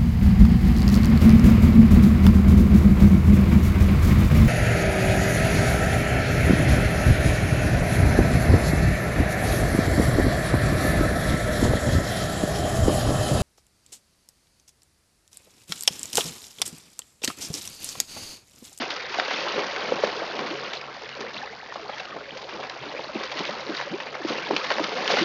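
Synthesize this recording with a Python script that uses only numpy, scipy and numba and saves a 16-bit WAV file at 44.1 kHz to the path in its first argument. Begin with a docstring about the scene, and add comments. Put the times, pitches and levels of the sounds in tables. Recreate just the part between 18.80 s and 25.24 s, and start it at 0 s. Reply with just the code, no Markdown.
"""A calm sea shore, where three dogs bound and wade through the shallows close by.
Their legs entrain clouds of bubbles, each a damped oscillator, and throw spray that patters back;
drops fall from wet fur. Paws slap the surface and punch air pockets that resonate in plops and gulps.
Behind them lie faint lapping water and a low hum."""
import sys
import numpy as np
from scipy import signal
from scipy.io import wavfile
from numba import njit

SR = 44100
rng = np.random.default_rng(int(sys.argv[2]) if len(sys.argv) > 2 else 0)


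def unload_audio(sound):
    """Save the sound as a 16-bit wav file, at the path given as the first command line argument."""
    columns = np.transpose(np.atleast_2d(sound))
    # keep every value between -1 and 1, then stretch to whole-number steps
    steps = np.round(np.clip(columns, -1, 1) * 32767)
    wavfile.write(sys.argv[1], SR, steps.astype(np.int16))


N = 284004

# steady stirring by the legs: t/s, churn level/dB, spray level/dB
WADING_LEVELS = [(0.0, -41, -36), (0.25, -41, -36), (0.59, -35, -32), (1.34, -34, -36), (1.81, -39, -37),
                 (2.02, -41, -42), (2.46, -43, -41), (2.83, -45, -46), (3.02, -42, -43), (3.42, -44, -49),
                 (3.57, -44, -45), (3.91, -41, -42), (4.32, -42, -43), (4.61, -39, -36), (5.36, -39, -41),
                 (5.92, -36, -34.5), (6.26, -30, -33), (6.44, -30, -29)]
# spectral envelope of splashing water: f/Hz, level/dB
SPRAY_SPECTRUM = [(150, -45), (300, -13.5), (700, 1), (1300, -1.5), (2200, -3), (3200, -6.5), (4800, -6),
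                  (5800, -11.5), (6800, -18.5), (7500, -37.5)]
# air pockets punched by paws: t/s, level/dB, f/Hz
AIR_POCKETS = [(0.002, -34.5, 232), (0.385, -18, 687), (0.479, -23.5, 535), (0.5036, -25.5, 596),
               (0.665, -23.5, 910), (0.776, -20.5, 404), (1.119, -16.5, 492), (1.203, -25, 982),
               (1.2345, -12.5, 508), (1.27, -25, 706), (1.417, -24.5, 480), (1.587, -30.5, 514),
               (1.614, -26.5, 510), (2.405, -30.5, 420), (2.922, -29, 950), (2.956, -24, 660),
               (3.093, -26.5, 720), (3.3624, -27.5, 634), (3.407, -37, 614), (3.7978, -30.5, 427),
               (4.034, -28.5, 610), (4.147, -29, 530), (4.1914, -26, 560), (4.352, -26, 336),
               (4.553, -31.5, 335), (4.603, -21.5, 415), (4.69, -23.5, 545), (4.892, -23, 317),
               (4.999, -26, 970), (5.13, -31.5, 218), (5.4456, -23, 307), (5.4999, -23, 303),
               (5.579, -22.5, 606), (5.7044, -18.5, 407), (5.728, -23, 283), (5.909, -17, 585),
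               (5.9945, -19.5, 593), (6, -24, 293), (6.181, -20.5, 660), (6.3, -18.5, 680),
               (6.334, -18, 520)]


def amp(db):
    """Amplitude ratio of a level in decibels."""
    return 10 ** (np.asarray(db) / 20)


def unit(x):
    """Normalisation to rms 1."""
    return x / np.sqrt(np.mean(x ** 2) + 1e-20)


def curve(rows, column):
    """Linear interpolation of a table column over time."""
    rows = np.asarray(rows)
    return np.interp(np.arange(N) / SR, rows[:, 0], rows[:, column])


def add(mix, start_s, sound):
    """Superposition of a sound on the mix."""
    part = mix[max(round(start_s * SR), 0):][:len(sound)]
    part += sound[:len(part)]


def colour(x, spectrum, size=4096):
    """Minimum-phase filtering: the spectrum is shaped causally, so attacks stay sharp."""
    hz, db = np.transpose(spectrum)
    bin_hz = abs(np.fft.fftfreq(size, 1 / SR)) + 1
    log_gain = np.log(amp(np.interp(np.log(bin_hz), np.log(hz), db)))
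    taps = np.fft.ifft(np.exp(np.conj(signal.hilbert(log_gain)))).real
    return signal.oaconvolve(x, taps[:size // 2])[:len(x)]


def resonate(x, hz, width_hz):
    """Forced response of a damped resonator whose natural frequency may glide."""
    turn = np.exp(2j * np.pi * np.cumsum(hz * np.ones(len(x))) / SR)
    pole = np.exp(-np.pi * width_hz / SR)
    return 2 * (turn * signal.lfilter([1 - pole], [1, -pole], x / turn)).real


def lapping():
    """Amplitude modulation: broadband noise swells and sinks at random as water laps the shore."""
    # spectral envelope of the calm sea: f/Hz, level/dB
    sea_spectrum = [(25, 0), (40, -10.5), (80, -9), (130, -10.5), (200, -6), (320, -5.5), (490, -2.5),
                    (1500, -11), (3000, -10.5), (4800, -11), (7400, -28)]
    knots = np.arange(N) / SR * 5  # five random levels a second
    drift_db = unit(np.interp(knots, np.arange(knots[-1] // 1 + 2), rng.normal(size=int(knots[-1]) + 2)))
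    return amp(-47.5) * unit(colour(rng.standard_normal(N), sea_spectrum) * amp(drift_db))


def hum():
    """Narrow-band noise has a fluctuating envelope, heard as a wavering low hum."""
    # two bands an octave apart: f/Hz, resonator width/Hz, level/dB
    bands = [(69.5, 16, -69), (139, 5.6, -60.5)]
    return sum(amp(db) * unit(resonate(resonate(rng.standard_normal(N), hz, width), hz, 2 * width))
               for hz, width, db in bands)


def stirring(steady_db, by_depth_db, fall_db_per_s, swell_db_per_s=220):
    """Incoherent sources add in power: the level in dB of leg strokes on top of steady wading."""
    # leg strokes: t/s of the peak, level/dB, depth (0 skimming to 1 plunging)
    strokes = [(0.01, -33.5, .65), (0.39, -37, .4), (0.55, -36, .4), (0.785, -33, .85), (1.04, -38.5, .45),
               (1.13, -37, 1), (1.24, -35, .6), (1.61, -38, .8), (1.71, -40, .95), (1.84, -40, .55),
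               (2.41, -41, .75), (2.56, -40, .45), (3.19, -46, .1), (3.34, -43, .65), (3.53, -43, .7),
               (3.74, -41, .55), (4.08, -41, .85), (4.205, -40, .65), (4.36, -39, .7), (4.41, -37.5, .55),
               (4.59, -37, .4), (4.70, -38.5, .65), (4.90, -40.5, .9), (4.979, -38, .3), (5.495, -33.5, .4),
               (5.58, -37, .6), (5.72, -37.5, 1), (5.78, -39, .2), (5.91, -37, .35), (6.005, -37.5, .85),
               (6.18, -35, .9), (6.31, -32.5, .1), (6.41, -30.5, .8)]
    t, power = np.arange(N) / SR, amp(steady_db) ** 2
    for peak_s, db, depth in strokes:
        below_db = np.maximum((peak_s - t) * swell_db_per_s, (t - peak_s) * fall_db_per_s)
        near = below_db < 40
        power[near] += amp(db + np.interp(depth, (0, 1), by_depth_db) - below_db[near]) ** 2
    return 10 * np.log10(power)


@njit
def ring(births, hz, strength, cycles, rise):
    """Damped oscillation: each bubble decays by 60 dB, its pitch rising as it nears the surface."""
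    out = np.zeros(N)
    for k in range(len(births)):
        life, angle = cycles[k] / hz[k] * SR, 2 * np.pi * hz[k] / SR
        swing = strength[k] + 0j
        step = np.exp(1j * angle - np.log(1000) / life)
        climb = np.exp(1j * angle * rise[k] / life)
        for i in range(min(int(life), N - births[k])):
            out[births[k] + i] += swing.imag * min(i * angle / np.pi, 1.)  # half-cycle onset
            swing *= step
            step *= climb
    return out


def cloud(level_db, low_hz, high_hz, per_s, cycles, rise, spread_db, clump_s, clump_width, count):
    """Air entrainment: bubbles form in clumps of like size, more often under harder stirring."""
    births_so_far = np.cumsum(amp(level_db))
    when, pitch, chance = np.repeat(rng.random((int(per_s * N / SR), 3)), count, axis=0).T
    lag, detune, push, damping, climb = rng.standard_normal((len(when), 5)).T
    clump_starts = np.searchsorted(births_so_far, when * births_so_far[-1])
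    births = (clump_starts + lag * clump_s * SR).astype(np.int64) % N
    hz = low_hz * (high_hz / low_hz) ** pitch * np.exp(clump_width * detune)
    clump_gain = amp(-spread_db * np.log(chance + 0.043))
    strength = np.tanh(push) * hz * clump_gain  # small bubbles die sooner but ring harder
    bubbles = ring(births, hz, strength, cycles * np.exp(.4 * damping), rise * abs(climb))
    return bubbles / amp(level_db / 2)  # mean power independent of the birth rate


def churn():
    """Bubble resonance falls with size: legs fold in middle-sized bubbles and heave up large, dull ones."""
    # spectral envelope of the bubble cloud: f/Hz, level/dB
    cloud_spectrum = [(150, -40.5), (280, -10.5), (380, -1.5), (490, 3.5), (700, -0.5), (1100, -6),
                      (1800, -24), (3500, -17)]
    steady_db = curve(WADING_LEVELS, column=1)
    stir_db = stirring(steady_db, by_depth_db=(0, 0), fall_db_per_s=130)
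    heave_db = stirring(steady_db - 16, by_depth_db=(-14.5, 0), fall_db_per_s=163.5)
    bubbles = cloud(stir_db, 300.6, 2436, per_s=220, cycles=19.5, rise=0.46,
                    spread_db=1.1, clump_s=.006, clump_width=0.1464, count=5)
    pockets = cloud(heave_db, 182, 369, per_s=140, cycles=10.6, rise=0.31,
                    spread_db=1.5, clump_s=0.00999, clump_width=0.15, count=3)
    return amp(stir_db - 1) * unit(colour(bubbles, cloud_spectrum)) + amp(heave_db + 1) * unit(pockets)


def spray():
    """Drop impact: water thrown by skimming legs falls back as a patter with pings of tiny bubbles."""
    spray_db = stirring(curve(WADING_LEVELS, column=2), by_depth_db=(5.5, -5), fall_db_per_s=100)
    impacts = cloud(spray_db, 990, 7830, per_s=1300, cycles=5.1, rise=0.091,
                    spread_db=-1.2, clump_s=.0009, clump_width=0.38, count=4)
    pings = cloud(spray_db, 899, 3703, per_s=380, cycles=52, rise=0.73,
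                  spread_db=3.8, clump_s=.004, clump_width=0.1277, count=3)
    patter = unit(colour(unit(impacts) + amp(-3) * unit(pings), SPRAY_SPECTRUM))
    coarse = signal.sosfiltfilt(signal.butter(2, 3200, fs=SR, output="sos"), patter)
    fine_gain = amp(0.28 * (spray_db + 43.5))  # gentle steps throw few fine drops
    return amp(spray_db) * (coarse + fine_gain * (patter - coarse))


def drips():
    """Lightly damped bubble resonance: drops from wet fur leave rising plinks."""
    stir_db = curve(WADING_LEVELS, column=1)
    plinks = cloud(stir_db / 4, 700, 2400, per_s=30, cycles=55, rise=0.5,
                   spread_db=0.5, clump_s=.008, clump_width=.12, count=2)
    return amp(-49) * unit(plinks)


def plops(swell_cycles=1.92, overtone_ratio=1.69):
    """Cavity resonance: an air pocket swings a few times and collapses as water slops into it."""
    out, t = np.zeros(N), np.arange(SR // 8) / SR
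    for start_s, db, hz in AIR_POCKETS:
        age = t * hz / swell_cycles  # large pockets swell more slowly
        swell = age * np.exp(1 - age)
        angle = 2 * np.pi * hz * (t + 3 * t ** 2)
        modes = np.sin(angle) + amp(-10) * np.sin(overtone_ratio * angle)  # the pocket is not round
        slop = unit(resonate(resonate(rng.standard_normal(len(t)), hz, 0.43 * hz), hz, 7.4 * hz))
        add(out, start_s, amp(db - 0.2) * modes * swell ** 2.8 + amp(db - 6.5) * slop * swell ** 0.91)
    return out


def slaps(grain_db=7.5):
    """Impulsive excitation: the struck surface cracks, then tears in a short, grainy burst."""
    # blows of a paw or a sheet of water: t/s, level/dB, centre f/Hz, decay T60/s
    blows = [(0.0195, -21.5, 1730, 0.022), (0.03, -23, 2230, 0.023), (0.102, -24.5, 3220, 0.086),
             (0.1608, -24.5, 2526, 0.032), (0.3415, -22, 1690, 0.054), (0.3972, -14.5, 1900, 0.035),
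             (0.506, -20, 2090, 0.05), (0.7915, -22, 1920, 0.036), (0.8425, -24, 1900, 0.016),
             (0.9615, -23.5, 1600, 0.032), (1.1215, -25, 1100, 0.014), (1.238, -21.5, 2400, 0.077),
             (1.2715, -24.5, 2200, 0.028), (1.591, -20.5, 1810, 0.02), (1.6661, -26.5, 2080, 0.069),
             (1.93, -27.5, 3240, 0.11), (2.013, -27, 2370, 0.02), (2.291, -30, 3200, 0.0091),
             (2.405, -29.5, 3400, 0.037), (2.861, -32, 1960, 0.012), (2.9232, -31.5, 1540, 0.02),
             (2.9394, -32.5, 3200, 0.02), (3.092, -31.5, 1300, 0.071), (3.1812, -31, 3120, 0.026),
             (3.197, -30.5, 2400, 0.07), (3.254, -34.5, 3400, 0.024), (3.3658, -34, 1400, 0.014),
             (3.5701, -32, 3260, 0.05), (3.6147, -36, 3800, 0.042), (3.687, -33.5, 2200, 0.12),
             (3.829, -28, 2000, 0.08), (3.897, -28, 3900, 0.015), (4.243, -27.5, 1840, 0.018),
             (4.4351, -22.5, 2300, 0.034), (4.515, -27, 2700, 0.067), (4.591, -23, 3500, 0.02),
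             (4.652, -21.5, 3280, 0.011), (4.948, -24, 2680, 0.03), (5.012, -24, 2130, 0.015),
             (5.2011, -26, 2000, 0.052), (5.269, -30, 1500, 0.013), (5.35, -27, 1500, 0.039),
             (5.481, -27.5, 3000, 0.14), (5.7085, -20, 950, 0.017), (5.764, -15, 3270, 0.02),
             (5.841, -23.5, 2900, 0.054), (5.903, -13, 1900, 0.02), (5.914, -16.5, 1460, 0.031),
             (5.9216, -17.5, 2500, 0.011), (5.966, -29, 2700, 0.012), (5.983, -19, 1500, 0.02),
             (6.0385, -20, 3250, 0.041), (6.277, -18, 3200, 0.022), (6.303, -20.5, 1590, 0.021),
             (6.3115, -20, 3700, 0.04), (6.338, -22, 1900, 0.04), (6.3684, -16, 2000, 0.035),
             (6.3855, -17.5, 2600, 0.065)]
    out, t = np.zeros(N), np.arange(SR // 8) / SR
    for start_s, db, hz, t60 in blows:
        noise = rng.standard_normal(len(t))
        grains = noise * amp(grain_db * np.repeat(rng.uniform(-1, 1, len(t)), 30)[:len(t)])
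        burst = (1 - np.exp(-t / (0.033 * t60))) * amp(-60 * t / t60)
        tear = grains * burst * np.linalg.norm(burst) / np.linalg.norm(grains * burst)
        tear[np.searchsorted(t, .001)] += amp(13.5 - 190 * t60)  # a short, flat blow clicks sharply
        tilt_db_per_octave = 4.9 * np.log2(hz / 2300)  # small splashes are brighter
        spectrum = [(f, level + tilt_db_per_octave * np.log2(f / 2300)) for f, level in SPRAY_SPECTRUM]
        body = resonate(resonate(tear, 1.04 * hz, 0.62 * hz), 0.5 * hz, 0.93 * hz)
        add(out, start_s, amp(db) * (amp(7.5) * colour(tear, spectrum) + amp(5.5) * body))
    return out


def slosh(lag_scale_s=0.03, fall_db_per_s=91.5):
    """Fragmentation: water closes over each pocket and breaks it into eight rising bubbles."""
    start_s, db, pocket_hz = np.repeat(AIR_POCKETS, 8, axis=0).T
    lag_x, lag_y, detune, polarity = rng.standard_normal((len(db), 4)).T
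    lag_s = lag_scale_s * np.hypot(lag_x, lag_y)  # Rayleigh distribution
    births = ((start_s + lag_s) * SR).astype(np.int64)
    hz = pocket_hz * np.exp(.12 + 0.3 * detune)
    strength = np.sign(polarity) * amp(db - 11 - fall_db_per_s * lag_s)
    return ring(births, hz, strength, cycles=np.full(len(hz), 15.), rise=np.full(len(hz), 0.23))


def gulps():
    """A resonator of changing volume: the note of a hollow slides as water gurgles into it."""
    # hollows behind the legs: t/s, duration/s, first f/Hz, last f/Hz, level/dB
    hollows = [(0.749, 0.058, 523, 370, -34.5), (1.358, 0.08, 391, 560, -38.5),
               (1.644, 0.032, 202, 300, -44), (1.701, 0.05, 289, 400, -35), (2.428, 0.069, 428, 556, -41.5),
               (2.615, 0.027, 1860, 1350, -40), (2.622, 0.045, 735, 1034, -38),
               (2.671, 0.011, 1680, 2200, -38), (2.691, 0.021, 1426, 2350, -43),
               (2.7, 0.058, 437, 522, -45), (2.722, 0.026, 2050, 2520, -45.5),
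               (2.792, 0.031, 1320, 3200, -45.5), (3.318, 0.042, 1333, 880, -43),
               (3.992, 0.049, 106, 168, -44), (4.287, 0.061, 664, 475, -41),
               (4.345, 0.047, 268, 170, -38.5), (4.594, 0.037, 130, 266, -40),
               (5.106, 0.031, 125, 330, -37), (5.124, 0.05, 286, 495, -32), (5.395, 0.048, 491, 189, -41),
               (5.549, 0.026, 385, 630, -36.5), (5.79, 0.045, 907, 1580, -36.5),
               (6.41, 0.037, 294, 369, -26.5)]
    out = np.zeros(N)
    for start_s, length_s, first_hz, last_hz, db in hollows:
        hz = np.geomspace(first_hz, last_hz, int(length_s * SR))
        flow, width_hz = rng.standard_normal(len(hz)), 0.089 * first_hz
        gurgle = unit(resonate(resonate(flow, hz, width_hz), hz, 2 * width_hz))
        note = np.sin(2 * np.pi * np.cumsum(hz) / SR)
        swell = abs(np.sin(np.pi * np.linspace(0, 1, len(hz)) ** 0.53)) ** 1.3  # fast rise, slower fade
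        add(out, start_s, amp(db) * unit((gurgle + amp(5) * note) * swell))
    return out


def shore(x, t60_s=0.21):
    """Diffuse scattering: rocks and ripples return a short, exponentially decaying tail."""
    t = np.arange(SR // 4) / SR
    tail = rng.standard_normal(len(t)) * amp(-60 * t / t60_s) * (t > .004)
    return signal.oaconvolve(x, tail / np.linalg.norm(tail))[:N]


def scene():
    """Superposition of the near splashing, its scattered sound, the calm sea and the hum."""
    background = lapping() + hum()
    splashing = churn() + spray() + drips() + plops() + slaps() + slosh() + gulps()
    shallows = signal.butter(4, 140, "high", fs=SR, output="sos")  # shallow water holds no larger pockets
    splashing = signal.sosfilt(shallows, splashing)
    return (splashing + amp(-14) * shore(splashing) + background)[None]


def record(dry):
    """Band limiting: a small microphone has weak bass and a steep upper edge."""
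    thin = signal.sosfilt(signal.butter(2, 60, "high", fs=SR, output="sos"), dry)
    soft = signal.sosfilt(signal.butter(4, 6600, fs=SR, output="sos"), thin)
    edge = signal.firwin(511, 7450, window=("kaiser", 9), fs=SR)
    return signal.oaconvolve(soft, edge[None], "same")


dry = scene()
out = record(dry)
unload_audio(out)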